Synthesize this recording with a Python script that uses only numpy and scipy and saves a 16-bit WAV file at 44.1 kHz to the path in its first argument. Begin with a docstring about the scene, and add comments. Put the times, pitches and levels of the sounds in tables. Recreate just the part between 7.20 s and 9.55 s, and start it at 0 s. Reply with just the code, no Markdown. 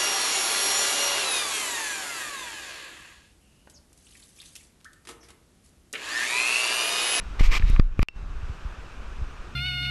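"""On a rope bridge above a rushing river, a hand shifts its grip on a small camera.
A finger scrapes the casing by stick-slip friction, strikes its modes and pushes air into the
microphone port. It seals the port for an instant, and on release the port rings with a tiny pop.
The river's broadband noise dips after the loud bump and swells back as the camera's gain recovers,
with soft puffs as eddies of wind pass the microphone."""
import sys
import numpy as np
from scipy import signal
from scipy.fft import rfft, irfft
from scipy.io import wavfile
from scipy.ndimage import uniform_filter1d

SR = 44100
rng = np.random.default_rng(int(sys.argv[2]) if len(sys.argv) > 2 else 0)


def materialize(psi):
    """Save the field psi as 16-bit PCM at rate SR to the path in sys.argv[1].

    A 1-D psi becomes a single channel; in a 2-D psi each row is a channel.
    """
    bounded = np.clip(np.atleast_2d(psi).T, -1, 1)
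    quanta = np.round(bounded * 32767).astype(np.int16)
    wavfile.write(sys.argv[1], SR, quanta)


N = 103635
T = np.arange(N) / SR
EVENT_T = T[:SR // 2]  # time axis of one short event


def amp(db):
    """Amplitude ratio of a level in decibels."""
    return 10 ** (np.asarray(db) / 20)


def unit(x):
    """Normalisation to rms 1."""
    return x / np.sqrt(np.mean(x ** 2) + 1e-20)


def envelope(points):
    """Gain interpolated between (t/s, level/dB) points."""
    return amp(np.interp(T, *np.transpose(points)))


def colour(x, points, tilt_db=0):
    """Spectral shaping by (f/Hz, level/dB) points and a tilt per octave, at rms 1."""
    hz = np.fft.rfftfreq(N, 1 / SR) + 1
    point_hz, point_db = np.transpose(points)
    db = np.interp(np.log(hz), np.log(point_hz), point_db) + tilt_db * np.log2(hz / 1000)
    return unit(irfft(rfft(x) * amp(db), N))


def add(mix, start, sound):
    """Superposition of a sound on the mix, from a start in seconds."""
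    part = mix[max(round(start * SR), 0):][:len(sound)]
    part += sound[:len(part)]


def resonate(x, hz, width_hz):
    """Forced response of a two-pole resonator, at rms 1."""
    r = np.exp(-np.pi * width_hz / SR)
    return unit(signal.lfilter([1, 0, -1], [1, -2 * r * np.cos(2 * np.pi * hz / SR), r * r], x))


def ring(modes):
    """Free vibration: a sum of damped sinusoids given as (f/Hz, level/dB, T60/s)."""
    return sum(amp(db) * np.exp(-np.log(1000) * EVENT_T / t60) * np.sin(2 * np.pi * hz * EVENT_T)
               for hz, db, t60 in modes)


def stick_slip(slips_per_s=12000, spread_db=2):
    """Stick-slip friction: a dense random train of tiny impulses of uneven size."""
    sizes = rng.standard_normal(N) * amp(spread_db * np.minimum(rng.exponential(1, N), 3))
    return sizes * (rng.random(N) < slips_per_s / SR)


# spectrum of skin rubbing the casing: f/Hz, relative level/dB
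SKIN_SPECTRUM = [(150, 1.5), (350, -1), (600, -8.5), (1180, 2), (1550, -7.5), (2000, 3.5), (2600, 2),
                 (3500, -6.5), (5200, -9.5), (7500, -17.5), (9500, -25.5), (10500, -34.5), (12500, -24.5),
                 (14500, -45)]
# light sliding of the finger: t/s, level/dB
SLIDE_LEVEL = [(.15, -59.5), (.38, -48), (.45, -50), (.49, -43), (.55, -48.5), (.59, -52.5), (.62, -69),
               (.76, -74), (.8, -52.5), (.83, -48), (.85, -70)]
# finger strokes: t/s, length/s, rise/s, level/dB, relative port resonance/dB, tilt/(dB per octave)
FINGER_STROKES = [(0.1928, 0.041, 0.00063, -33.5, -18, 0), (0.223, 0.063, 0.015, -34.5, -15, 2),
                  (0.28, 0.065, .008, -42.5, -15, -1), (0.308, 0.054, 0.012, -28, -21, 0.5),
                  (.338, .052, 0.014, -27, -10, 1.06), (0.812, 0.045, 0.0067, -37.5, -11.5, -1.5)]

def rubbing():
    """Frictional excitation: skin slides lightly on the casing, and short strokes sound the port."""
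    slips = stick_slip()
    slide_ring = amp(-13) * resonate(slips, hz=3800, width_hz=260)
    out = envelope(SLIDE_LEVEL) * (colour(slips, SKIN_SPECTRUM, tilt_db=0.5) + slide_ring)
    for start, length, rise, db, port_db, tilt_db in FINGER_STROKES:
        slips = stick_slip()
        attack = np.clip((T - start) / rise, 0, 1)
        release = np.clip((start + length - T) / 0.02, 0, 1)  # over the last 20 ms
        port = amp(port_db) * resonate(slips, hz=2364, width_hz=70)
        out += amp(db) * attack * release * (colour(slips, SKIN_SPECTRUM, tilt_db) + port)
    return out


# spectrum of the grip's rumble: f/Hz, relative level/dB
RUMBLE_SPECTRUM = [(12, -2.5), (27, 7), (45, -12), (80, -28), (160, -35), (400, -68), (1500, -97)]
# course of the rumble: t/s, level/dB
RUMBLE_LEVEL = [(0, -25.5), (.13, -45.5), (.22, -13), (.34, -21.5), (.44, -12.5), (.53, -11.5), (.6, -20),
                (.66, -23.5), (.74, -26), (.82, -19), (.88, -65)]
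# finger bumps pushing air into the port: t/s, peak level/dB, rise/s, fall/s
FINGER_BUMPS = [(0.2097, -6, 0.00087, 0.027), (.4, -14.5, 0.0032, 0.0024), (0.438, -7.5, 0.0086, 0.0049),
                (0.5004, -6.5, 0.0035, 0.0035), (0.53, -14, 0.0044, 0.0041), (0.5971, 0, 0.00068, 0.0019),
                (.7932, -6.5, 0.00051, 0.0025), (.8298, -12.5, 0.00017, .004)]
# squeezes of the soft fingertip: t/s, peak level/dB, width/s
FINGERTIP_SQUEEZES = [(0.286, -1.5, 0.0092), (.807, -7, 0.0057)]

def thumps(low_cut_hz=9.5):
    """Pressure by air displacement: the hand's rumble, sharp bumps and soft Gaussian squeezes."""
    out = colour(rng.standard_normal(N), RUMBLE_SPECTRUM) * envelope(RUMBLE_LEVEL)
    rounding = 0.11  # soft skin blunts the peak, as a share of rise and fall
    for peak_s, db, rise, fall in FINGER_BUMPS:
        from_peak = np.maximum((peak_s - T) / rise, (T - peak_s) / fall)
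        out -= amp(db) * np.exp(rounding - np.hypot(from_peak, rounding))
    for peak_s, db, width in FINGERTIP_SQUEEZES:
        out -= amp(db) * np.exp(-((T - peak_s) / width) ** 2)
    return signal.sosfilt(signal.butter(2, low_cut_hz, "high", fs=SR, output="sos"), out)


# modes of the plastic casing: f/Hz, level/dB, T60/s
CASING_MODES = [(870, -16.5, 0.0044), (1167, -4.5, 0.014), (1814, -11, 0.019), (2144, -9.5, 0.012),
                (2358, -3.5, 0.0091), (3340, -11, 0.0078), (4010, -8.5, 0.0056), (4680, -11, 0.01)]
# spectrum of the contact snap: f/Hz, relative level/dB
SNAP_SPECTRUM = [(200, 2), (900, 9), (3000, -6), (5000, 10), (7000, 0.5), (10000, -11), (12500, -11),
                 (15000, -36)]
# finger catches: t/s, ring level/dB, band bottom f/Hz, top f/Hz, snap level/dB, tilt/(dB per octave)
CASING_CLICKS = [(.3965, -19, 2380, 4200, -45, 0), (.4237, -15, 1760, 2100, -48, -2),
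                 (0.5, -50, 3000, 5000, -30, 14), (0.5627, -19, 1110, 2500, -58, 0),
                 (0.5969, -12.5, 700, 4800, -24, -3.5), (.7932, -15, 1060, 2500, -35, 13),
                 (.8287, -14, 800, 5200, -21.5, -3), (0.831, -25, 700, 2010, -25.5, -1.5)]

def clicks(snap_decay_s=0.00045, ring_rise_s=0.00035):
    """Impact excitation: the finger catches with a snap; the place of contact selects which modes ring."""
    out = np.zeros(N)
    hz, mode_db, t60 = np.transpose(CASING_MODES)
    onset = 1 - np.exp(-(EVENT_T / ring_rise_s) ** 2)
    for start, ring_db, low_hz, top_hz, snap_db, tilt_db in CASING_CLICKS:
        noise = colour(rng.standard_normal(N), SNAP_SPECTRUM, tilt_db)[:len(EVENT_T)]
        snap = noise * np.exp(-EVENT_T / snap_decay_s)
        octaves_outside = np.maximum(np.log2(np.maximum(low_hz / hz, hz / top_hz)), 0)
        excited_db = mode_db - 54 * octaves_outside
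        body = ring(zip(hz, excited_db, t60)) * onset
        add(out, start, amp(ring_db) * body + amp(snap_db) * snap)
    return out


# modes of the opening port: f/Hz, level/dB, T60/s
PORT_MODES = [(2710, -19.5, 0.015), (4460, -32.5, 0.0033)]
# faint after-ring of the casing, then its octave: level/dB, T60/s
CASING_AFTER_RING = [(-58, 1), (-58, 0.073)]

def pop(after_ring_hz=2700):
    """Transient response: the finger lifts off the port with a ping and a small push of air."""
    after_modes = [(after_ring_hz * k, db, t60) for k, (db, t60) in enumerate(CASING_AFTER_RING, 1)]
    air_push = amp(-38) * np.exp(-EVENT_T / 0.029)
    return ring(PORT_MODES) + ring(after_modes) + air_push


# spectrum of the rapids: f/Hz, relative level/dB
RIVER_SPECTRUM = [(40, 12), (250, 0), (450, -1), (680, -4), (950, -2), (1250, 1), (1600, -1.5),
                  (2020, -10.5), (2500, -6), (3200, -12), (4300, -17.5), (6000, -19), (9300, -28.5),
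                  (10500, -36), (13000, -38.5), (15000, -53)]
# river and wind dip after the loud bump, then swell back as the camera's gain recovers: t/s, gain/dB
BACKGROUND_DUCKING = [(0, 1.5), (.57, 1.5), (.615, -7), (.7, -9.5), (.78, -5), (.92, -21.5), (.965, -3),
                      (1.05, -3), (1.28, 1), (2.35, 1)]

def river(level_db=-46, patch_db=1):
    """Broadband flow noise: distant rapids, a wash with drifting patches, ducked by a set gain curve."""
    cells = signal.stft(rng.standard_normal(N), nperseg=512)[2]
    patches = uniform_filter1d(rng.standard_normal(cells.shape), size=5, axis=0)  # across frequency
    patches = unit(uniform_filter1d(patches, size=8, axis=1))  # across time
    wash = signal.istft(cells * amp(patch_db * patches), nperseg=512)[1][:N]
    return colour(wash, RIVER_SPECTRUM) * amp(level_db) * envelope(BACKGROUND_DUCKING)


def drift(rate_hz):
    """Slow modulation: sinusoids of random phase in the decade below rate_hz, at rms 1."""
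    rates = np.geomspace(rate_hz / 10, rate_hz, 20)
    return unit(sum(np.sin(2 * np.pi * (hz * T + rng.random())) / np.sqrt(hz) for hz in rates))


# spectrum of wind buffeting: f/Hz, relative level/dB
BUFFET_SPECTRUM = [(12, -3), (30, -3), (50, -3), (100, -20.5), (180, -29), (400, -40.5), (1500, -112)]
# course of the buffeting: t/s, level/dB
BUFFET_LEVEL = [(0, -39.5), (.9, -33), (1.2, -38), (1.55, -43), (1.67, -43), (1.78, -35), (1.95, -36.5),
                (2.15, -41), (2.35, -38.5)]
# eddies at the port: t/s, peak level/dB, starting f/Hz
EDDIES = [(1.024, -27.5, 134), (1.092, -29, 150), (1.229, -25, 120.4), (1.294, -26, 151),
          (1.449, -25.5, 120), (1.58, -35.5, 127), (2.015, -22, 117)]

def wind(swell_db=4, rise_s=0.013, slowing_s=0.012, end_ratio=0.15):
    """Turbulent pressure: light buffeting, and eddies that fall in pitch as they slow past the port."""
    out = colour(rng.standard_normal(N), BUFFET_SPECTRUM) * envelope(BUFFET_LEVEL)
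    out *= amp(swell_db * drift(rate_hz=2.4))
    glide = end_ratio + (1 - end_ratio) * np.exp(-EVENT_T / slowing_s)
    puff = EVENT_T / rise_s * np.exp(1 - EVENT_T / rise_s)
    for start, db, hz in EDDIES:
        cycles = np.cumsum(hz * glide) / SR
        add(out, start, amp(db) * puff * np.sin(2 * np.pi * cycles))
    return out * envelope(BACKGROUND_DUCKING)


def scene(seal_s=0.8319, release_s=0.8857, seal_db=-30):
    """Occlusion: every source is attenuated while the port is sealed; it pops as it opens."""
    sealed = (T > seal_s) & (T < release_s)
    port_gain = uniform_filter1d(np.where(sealed, amp(seal_db), 1.), size=8)
    out = (river() + wind() + rubbing() + thumps() + clicks()) * port_gain
    add(out, release_s, pop())
    return out[None]


def record(dry):
    """Band limiting: the camera passes sound up to 14780 Hz."""
    low_pass = signal.firwin(255, 14780, window=("kaiser", 8), fs=SR)
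    return signal.oaconvolve(dry, low_pass[None], "same")


dry = scene()
out = record(dry)
materialize(out)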